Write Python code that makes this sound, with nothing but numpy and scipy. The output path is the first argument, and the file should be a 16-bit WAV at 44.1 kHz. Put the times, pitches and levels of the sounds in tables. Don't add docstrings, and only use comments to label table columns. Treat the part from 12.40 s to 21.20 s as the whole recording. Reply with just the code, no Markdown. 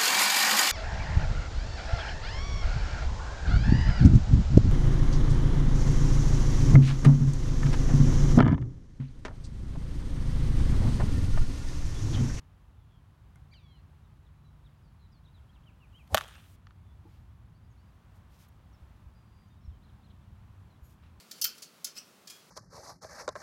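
import sys
import numpy as np
from scipy import signal
from scipy.fft import rfft, irfft
from scipy.io import wavfile

SR = 44100
rng = np.random.default_rng(int(sys.argv[2]) if len(sys.argv) > 2 else 0)


def master_out(mix):
    frames = np.transpose(np.atleast_2d(mix))
    ceiling = np.clip(frames, -1, 1)
    pcm = np.round(ceiling * 32767).astype(np.int16)
    wavfile.write(sys.argv[1], SR, pcm)


N = 388080
T = np.arange(N) / SR
HIT_S = 3.7454


def undb(db):
    return 10 ** (np.asarray(db) / 20)


def unit(x):
    return x / np.std(x)


def colour(points, f):
    hz, db = np.transpose(points)
    return undb(np.interp(np.log(f + 1), np.log(hz), db))


def band(x, lo_hz, hi_hz, order=2):
    hi_hz = min(hi_hz, .45 * SR)
    lo_hz = min(lo_hz, .99 * hi_hz)
    return signal.sosfilt(signal.butter(order, [lo_hz, hi_hz], "band", fs=SR, output="sos"), x + 1e-18)


def noise(lo_hz, hi_hz):
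    return unit(band(rng.standard_normal(N), lo_hz, hi_hz))


def walk(rate_hz):
    knots = rng.standard_normal(int(N / SR * rate_hz) + 2)
    return np.interp(T * rate_hz, np.arange(len(knots)), knots)


def swell(peak_s, rise_s, fall_s):
    width_s = np.where(T < peak_s, rise_s, fall_s)
    return np.exp(-np.minimum(np.abs(T - peak_s) / width_s, 10) ** 2 / 2)


def add(out, at_s, x):
    i = int(at_s * SR)
    out[i:i + len(x)] += x[:max(N - i, 0)]


def ring(modes, t):
    return sum(undb(db) * np.sin(2 * np.pi * hz * t) * np.exp(-np.log(1000) * t / t60_s)
               for hz, db, t60_s in modes)


def traffic():
    # (frequency [Hz], relative density [dB])
    spectrum = [(13, -52.5), (22, -26), (53, 0.5), (102, -1), (154, -11.5), (172, -12), (267, -22.5),
                (450, -30), (489, -30.5), (1050, -27), (2150, -37.5), (3330, -40.5), (5030, -47),
                (10800, -53.5), (15500, -52)]
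    # (peak time [s], rise [s], fall [s], firing rate [Hz], level [dB])
    vehicles = [(1.7, 0.78, 1.1, 147.5, -59), (4.45, 0.34, 0.35, 91.6, -54), (5.02, 0.29, 0.42, 115, -55),
                (7.6, 0.52, 0.64, 204.8, -66.5), (8.0, 0.13, 0.2, 97.9, -52.5)]
    f = np.fft.rfftfreq(N, 1 / SR)
    road = unit(irfft(rfft(rng.standard_normal(N)) * colour(spectrum, f), N))
    low, low_mid = (irfft(rfft(road) / (1 + (f / edge_hz) ** 6), N) for edge_hz in (155, 330))
    drones, rumble_db = np.zeros(N), -1 - .1063 * T
    for peak_s, rise_s, fall_s, firing_hz, db in vehicles:
        near = swell(peak_s, rise_s, fall_s)
        gain = near * undb(db + 2 * walk(5.7))
        hz = firing_hz * (1 + .008 * walk(22))
        drones += gain * np.sin(2 * np.pi * np.cumsum(hz) / SR)
        rumble_db += 1.5 * near
    rumble = low * undb(rumble_db + .8 * walk(1.9))
    engines = (low_mid - low) * undb(-.03 + .5051 * T)
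    wash = (road - low_mid) * undb(-.61 + .312 * T + .8 * walk(4))
    return undb(-54.5) * (rumble + engines + wash) + drones


def high_hiss(centre_hz=10650, half_width_hz=170):
    f = np.fft.rfftfreq(N, 1 / SR)
    peak = 1 / (1 + ((f - centre_hz) / half_width_hz) ** 2)
    return undb(-94) * unit(irfft(rfft(rng.standard_normal(N)) * peak, N))


def brief_hiss(length_s=.42):
    age_s = np.maximum(T - HIT_S, 0)
    gate = (1 - np.exp(-age_s / .013)) * np.clip((length_s - age_s) / .014, 0, 1)
    return undb(-70) * gate * noise(1500, 16000)


def whistle(length_s, top_hz, sweep_hz, contour, flutter):
    rate_hz, pitch_share, depth_db = flutter
    u = np.linspace(0, 1, int(length_s * SR))
    beat = 2 * np.pi * rate_hz * rng.uniform(.9, 1.1) * length_s * u
    curve = np.polyfit(np.linspace(0, 1, len(contour)), contour, len(contour) - 1)
    hz = (top_hz - sweep_hz * np.polyval(curve, u)) * (1 + pitch_share * np.cos(beat))
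    envelope = np.sqrt(np.abs(np.sin(np.pi * u))) * undb(depth_db * np.sin(beat))
    return envelope * np.sin(2 * np.pi * np.cumsum(hz) / SR)


def nasal_call(jitter=.0093, dulling_db_per_s=31):
    # (time [s], pitch [Hz], relative level [dB])
    course = [(1.11, 2000, -76), (1.124, 2410, -63), (1.134, 2346, -58), (1.143, 1595, -59.5),
              (1.16, 1500, -62), (1.202, 1214, -70), (1.244, 1138, -68.5), (1.324, 1072, -69.5),
              (1.388, 941.3, -72), (1.41, 835, -74)]
    # (frequency [Hz], gain [dB])
    throat = [(1000, -20), (1600, -14), (2300, -5), (3200, 2.5), (4700, -2), (5100, -13), (6200, -14),
              (7200, -27)]
    harmonics = [-1.5, -5, -3.5, -8.5, -4.5, -16]
    times_s, pitch_hz, db = np.transpose(course)
    hz = np.interp(T, times_s, pitch_hz) * (1 + jitter * walk(400))
    phase = 2 * np.pi * np.cumsum(hz) / SR
    dull_db = dulling_db_per_s * np.maximum(T - times_s[0], 0)
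    call = np.zeros(N)
    for k, harmonic_db in enumerate(harmonics, 1):
        gain = undb(harmonic_db - (k > 3) * dull_db + 2.7 * walk(60.9))
        call += gain * colour(throat, k * hz) * np.sin(k * phase)
    return undb(2.5) * call * np.interp(T, times_s, undb(db), left=0, right=0)


def birds(trees_db=-9, trees_decay_s=.056):
    # (time [s], length [s], top [Hz], sweep [Hz], level [dB])
    slurs = [(1.848, 0.038, 4100, 1090, -75.5), (2.255, 0.026, 3940, 1000, -68.5),
             (2.849, 0.027, 4200, 1160, -69.5), (2.936, 0.064, 4140, 1200, -71),
             (3.259, 0.05, 3240, 1070, -63.5), (3.401, 0.06, 2960, 726, -64.5),
             (7.243, .035, 5680, 600, -73), (7.498, .014, 4150, 800, -74), (7.704, .018, 4310, 1400, -70),
             (7.808, 0.024, 3650, 400, -78), (8.3, .033, 4350, 650, -73.5)]
    hooks = [(2.425, 0.085, 5230, 940, -80), (2.716, 0.076, 5210, 1100, -72), (2.72, .024, 5900, 750, -80),
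             (2.92, 0.018, 5300, 1100, -82), (3.127, .023, 4310, 400, -79), (3.149, 0.028, 4050, 1500, -68),
             (3.522, 0.016, 3420, 750, -69), (3.576, .056, 3220, 950, -65), (6.325, .035, 6100, 940, -73),
             (7.291, .012, 4250, 1050, -72.5), (7.299, 0.0206, 4250, 1000, -75),
             (7.488, 0.018, 4250, 1400, -71), (7.696, .021, 4180, 1400, -70)]
    arches = [(1.63, 0.042, 3900, 750, -80), (7.226, 0.046, 4250, 1200, -77),
              (7.419, 0.053, 4250, 1250, -72), (7.625, 0.056, 4260, 1360, -72),
              (8.328, .022, 4000, 400, -80), (8.348, 0.028, 3440, 300, -78)]
    rises = [(1.27, 0.16, 4170, 328, -76), (2.24, .016, 3970, 800, -76), (2.355, 0.028, 5000, 500, -84),
             (2.835, .014, 3950, 1000, -77), (3.233, 0.012, 3420, 700, -73), (7.08, .014, 6520, 1106, -78),
             (2.872, 0.024, 3870, 350, -70), (3.086, 0.024, 3322, 380, -69),
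             (3.535, 0.053, 3240, 545, -59.5), (5.14, .05, 4710, 480, -79), (5.37, 0.053, 4730, 750, -77)]
    flats = [(2.04, 0.057, 4020, 130, -76), (2.725, 0.05, 3520, 56, -79), (4.434, .11, 3540, 100, -78.5),
             (5.23, 0.056, 4830, 60, -83), (5.45, 0.05, 4810, 63, -81.5), (6.745, .09, 4835, 10, -79),
             (6.825, .27, 4780, 20, -80.5), (7.08, .08, 4820, 20, -86), (7.095, 0.044, 3720, 100, -76),
             (7.165, .04, 3750, 60, -80), (7.208, .036, 5380, 30, -79.5), (7.315, 0.065, 3210, 180, -77)]
    trills = [(.37, 0.083, 3650, 327, -82), (.49, 0.12, 3450, 330, -78), (2.585, .09, 4280, 432, -76.5),
              (5.295, 0.039, 6760, 330, -82)]
    slur, hook, arch = (0, .38, 1), (0, .7, .95), (.69, .3, .038, .37, .74)
    rise, sink = (.91, .26, 0), (0, .56, .97)
    # (rate [Hz], pitch depth [share], level depth [dB])
    pure, trilled = (160, .005, 1.2), (100, .035, 7.2)
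    song = np.zeros(N)
    for notes, contour, flutter in ((slurs, slur, pure), (hooks, hook, pure), (arches, arch, pure),
                                    (rises, rise, pure), (flats, sink, pure), (trills, sink, trilled)):
        for at_s, length_s, top_hz, sweep_hz, db in notes:
            add(song, at_s, undb(db) * whistle(length_s, top_hz, sweep_hz, contour, flutter))
    song = song * undb(1.8 * walk(70)) + nasal_call()
    t = T[:SR // 2]
    trees = rng.standard_normal(len(t)) * np.exp(-t / trees_decay_s)
    return song + undb(trees_db) * signal.fftconvolve(song, trees / np.linalg.norm(trees))[:N]


def crunch(ticks_per_s=2500, spread_db=4.5):
    # (frequency [Hz], relative level [dB])
    spectrum = [(1500, -16), (4000, -4), (6300, 0), (7800, -4), (9300, 0), (10400, -3), (12000, 2),
                (16000, -4)]
    snaps = rng.random(N) < ticks_per_s / SR
    size = undb(spread_db * rng.standard_normal(N))
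    ticks = snaps * size * rng.choice([-1, 1], N)
    return unit(irfft(rfft(ticks) * colour(spectrum, np.fft.rfftfreq(N, 1 / SR)), N))


def scuffs(edge_ratio=1.9):
    # (centre [Hz], width [Hz], relative level [dB])
    squeak_bands = [(6850, 400, -2), (11450, 450, 0), (12600, 900, -3), (14200, 3000, -4)]
    # (peak time [s], rise and fall [s], level [dB],
    # centre [Hz], crunch [dB], squeak [dB])
    drags = [(3.621, 0.11, -83, 6000, -1, -8), (3.677, 0.002, -63, 2400, -8, -14),
             (4.74, .054, -77.5, 2700, -7, -10), (5.764, 0.015, -78.5, 6000, -0.5, -14),
             (5.947, 0.024, -73.5, 3300, -1, -25), (6.016, 0.024, -68.5, 3300, 0, -19.5),
             (6.05, .012, -69.5, 2000, -10, -25), (6.088, 0.0035, -76, 5000, 3, 8),
             (8.455, .016, -77.5, 4500, 0, 8), (8.51, .028, -78.5, 5000, 3, -2),
             (8.637, .0079, -67.5, 1700, -24, -30), (8.67, .025, -71.5, 1600, -25, -30)]
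    squeak = unit(sum(noise(hz - width_hz / 2, hz + width_hz / 2) * undb(db + 3 * walk(200))
                      for hz, width_hz, db in squeak_bands))
    catch = undb(1.4 * walk(300))
    crumbs, out = crunch(), np.zeros(N)
    for peak_s, width_s, db, hz, crunch_db, squeak_db in drags:
        scrape = catch * noise(hz / edge_ratio, hz * edge_ratio)
        friction = scrape + undb(crunch_db) * crumbs + undb(squeak_db) * squeak
        out += undb(db) * swell(peak_s, width_s, width_s) * friction
    return out


def thumps(rise_s=.0088):
    # (time [s], pitch [Hz], level [dB])
    landings = [(5.106, 150, -50), (6.42, 64.7, -44), (6.662, 67, -40.5), (7.247, 81, -42),
                (7.276, 67.6, -32.5), (7.314, 75, -41), (7.923, 84.2, -40), (8.422, 69.8, -43.5)]
    out, t = np.zeros(N), T[:SR // 4]
    envelope = t / rise_s * np.exp(1 - t / rise_s)
    for at_s, hz, db in landings:
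        add(out, at_s, undb(db) * envelope * np.sin(2 * np.pi * hz * t))
    return out


def bat_knock(at_s=4.651, rise_s=.0066):
    # (frequency [Hz], level [dB], t60 [s])
    modes = [(308, -46.5, .075), (332, -48, 0.098), (458, -56, 0.11), (823, -59, .11), (862, -58, 0.16)]
    out, t = np.zeros(N), T[:SR // 4]
    add(out, at_s, ring(modes, t) * (1 - np.exp(-t / rise_s)))
    return out


def bat_tap(at_s=.958):
    # (frequency [Hz], level [dB], t60 [s])
    modes = [(1480, -57.5, 0.035), (2100, -63, 0.072)]
    out, t = np.zeros(N), T[:SR // 10]
    tick = band(rng.standard_normal(len(t)), 4900, 11000) * np.exp(-t / .0013)
    add(out, at_s, ring(modes, t) + undb(-53.5) * tick)
    return out


def swing(push_s=3.741, push_hz=80):
    rush = band(noise(440, 900), 420, 1300) + undb(-7) * noise(170, 280)
    rush += undb(-12.5) * noise(1100, 12000)
    whoosh = rush * swell(HIT_S, .023, .018)
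    push = np.cos(2 * np.pi * push_hz * (T - push_s)) * swell(push_s, .0095, .008)
    return undb(-44.5) * whoosh + undb(-27) * push


def fence():
    # (delay [s], centre [Hz], width [Hz], level [dB], t60 [s])
    clusters = [(0.078, 3270, 280, -62, .7), (0.2, 2750, 350, -58, .25), (.132, 9100, 900, -67, .25),
                (.21, 8550, 300, -66, .12)]
    out = np.zeros(N)
    for delay_s, hz, width_hz, db, t60_s in clusters:
        age_s = np.maximum(T - HIT_S - delay_s, 0)
        envelope = undb(db - 60 * age_s / t60_s) * (1 - np.exp(-age_s / .006))
        out += envelope * noise(hz - width_hz / 2, hz + width_hz / 2)
    return out


def field_tail(returns_per_s=260, returns_t60_s=.75, bunching_db=3.5):
    # (centre [Hz], width [octaves], start level [dB], t60 [s])
    bands = [(300, 0.91, -64.5, .4), (700, 1.2, -53.5, 0.76), (1500, 0.71, -51.5, 0.8),
             (2902, 0.74, -51.5, .75), (6000, 0.98, -56.5, .55), (12000, 0.98, -60.5, .45)]
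    age_s = np.maximum(T - HIT_S, 0)
    diffuse = np.zeros(N)
    for hz, octaves, db, t60_s in bands:
        edge_ratio = 2 ** (octaves / 2)
        envelope = undb(db - 60 * age_s / t60_s + 4.2 * walk(70))
        diffuse += envelope * noise(hz / edge_ratio, hz * edge_ratio)
    posts = rng.uniform(-1, 1, N) * (rng.random(N) < returns_per_s / SR)
    returns = unit(band(signal.oaconvolve(posts, crack())[:N], 1200, 4800, order=3))
    returns *= undb(-51.5 - 60 * age_s / returns_t60_s + bunching_db * walk(45))
    onset = 1 - np.exp(-age_s / .013)
    return (diffuse * undb(2 * walk(310)) + returns) * onset


def echoes(outgoing, roughness=.8):
    # (delay [s], gain [dB], low edge [Hz], smear [s])
    reflections = [(.0023, -4, 1709, .0006), (.0046, -4.5, 2563, .0005), (.0053, -5, 2394, .00087),
                   (0.0207, -15, 1298, .002), (0.0239, -14.5, 6500, .002), (0.0278, -1, 930, .0006),
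                   (.0339, -0.5, 1300, .0008), (.0352, -9, 150, .0015), (0.0396, -13.5, 1156, .004),
                   (.04, -17, 6000, .002), (.0641, -16, 3200, .0006), (0.0647, -13.5, 650, 0.0017),
                   (.0715, -26.5, 5000, .001), (.0931, -24.5, 2480, .0016), (.11, -29, 520, 0.0027),
                   (0.134, -25, 6500, .002), (.1415, -30, 5460, .001), (0.164, -36, 2400, .0015),
                   (0.2082, -28, 1500, .002), (.219, -38, 1200, .002), (.247, -43, 2000, .002),
                   (.5235, -27, 1300, .0013), (.562, -35, 1330, .0018)]
    out, t = np.zeros(N), T[:len(outgoing)]
    for delay_s, db, lo_hz, smear_s in reflections:
        face = rng.standard_normal(len(t)) * np.exp(-t / smear_s)
        face *= roughness / np.linalg.norm(face)
        face[0] += np.sqrt(1 - roughness ** 2) * np.exp(-smear_s / .006)
        top_hz = 17000 / (1 + 4 * delay_s)
        rolloff_hz = lo_hz * 2.65 / (1 + .35 * delay_s)
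        echo = band(signal.fftconvolve(outgoing, face), lo_hz, top_hz, order=3)
        add(out, HIT_S + delay_s, undb(db) * band(echo, lo_hz / 10, rolloff_hz, order=1))
    return out


def crack(lag_at_1khz_s=.0009):
    # (frequency [Hz], level [dB])
    spectrum = [(60, -13), (290, -9), (390, -22), (600, 8.5), (980, 8), (1200, 18), (1750, 13), (2300, 7),
                (2700, 4.5), (3300, 10.5), (4400, 1), (6500, 2), (8000, -3.5), (10300, -3), (12500, 3),
                (16000, -3)]
    f = np.fft.rfftfreq(SR // 10, 1 / SR)
    dispersion = np.exp(-4j * np.pi * lag_at_1khz_s * np.sqrt(1000 * f))
    burst = irfft(colour(spectrum, f) * dispersion)
    return burst * np.cos(np.linspace(0, np.pi / 2, len(burst))) ** 2


def hit(contact_s=.0009):
    # (frequency [Hz], level [dB], t60 [s])
    modes = [(220, -29, 0.058), (636, -3.5, 0.024), (730, -7.5, 0.023), (800, -14, .022), (1124, -12, .023),
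             (1290, -17, 0.016), (1472, -17, .02), (1780, -16.5, 0.018), (2220, -22.5, 0.0096),
             (2620, -24.5, 0.018), (3280, -9.5, .014), (4530, -28, 0.021), (6500, -27, .016)]
    t = T[:SR // 10]
    free_s = np.maximum(t - contact_s, 0)
    wood = -ring(modes, free_s) * (1 - np.exp(-free_s / .0031))
    graze = np.exp(-t / .004) * (1 - np.exp(-t / .0016))
    rasp = graze * band(rng.standard_normal(len(t)), 900, 5500, order=1)
    out = echoes(crack() + undb(-11) * wood + undb(-30.5) * rasp)
    add(out, HIT_S, crack() + wood + undb(-19) * rasp)
    return out


def scene():
    strike = hit() + field_tail() + brief_hiss() + fence() + swing()
    batter = bat_tap() + bat_knock() + scuffs() + thumps()
    return (strike + batter + birds() + traffic() + high_hiss())[None]


def record(dry, top_hz=15900):
    return signal.sosfilt(signal.ellip(8, .2, 70, top_hz, fs=SR, output="sos"), dry)


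dry = scene()
out = record(dry)
master_out(out)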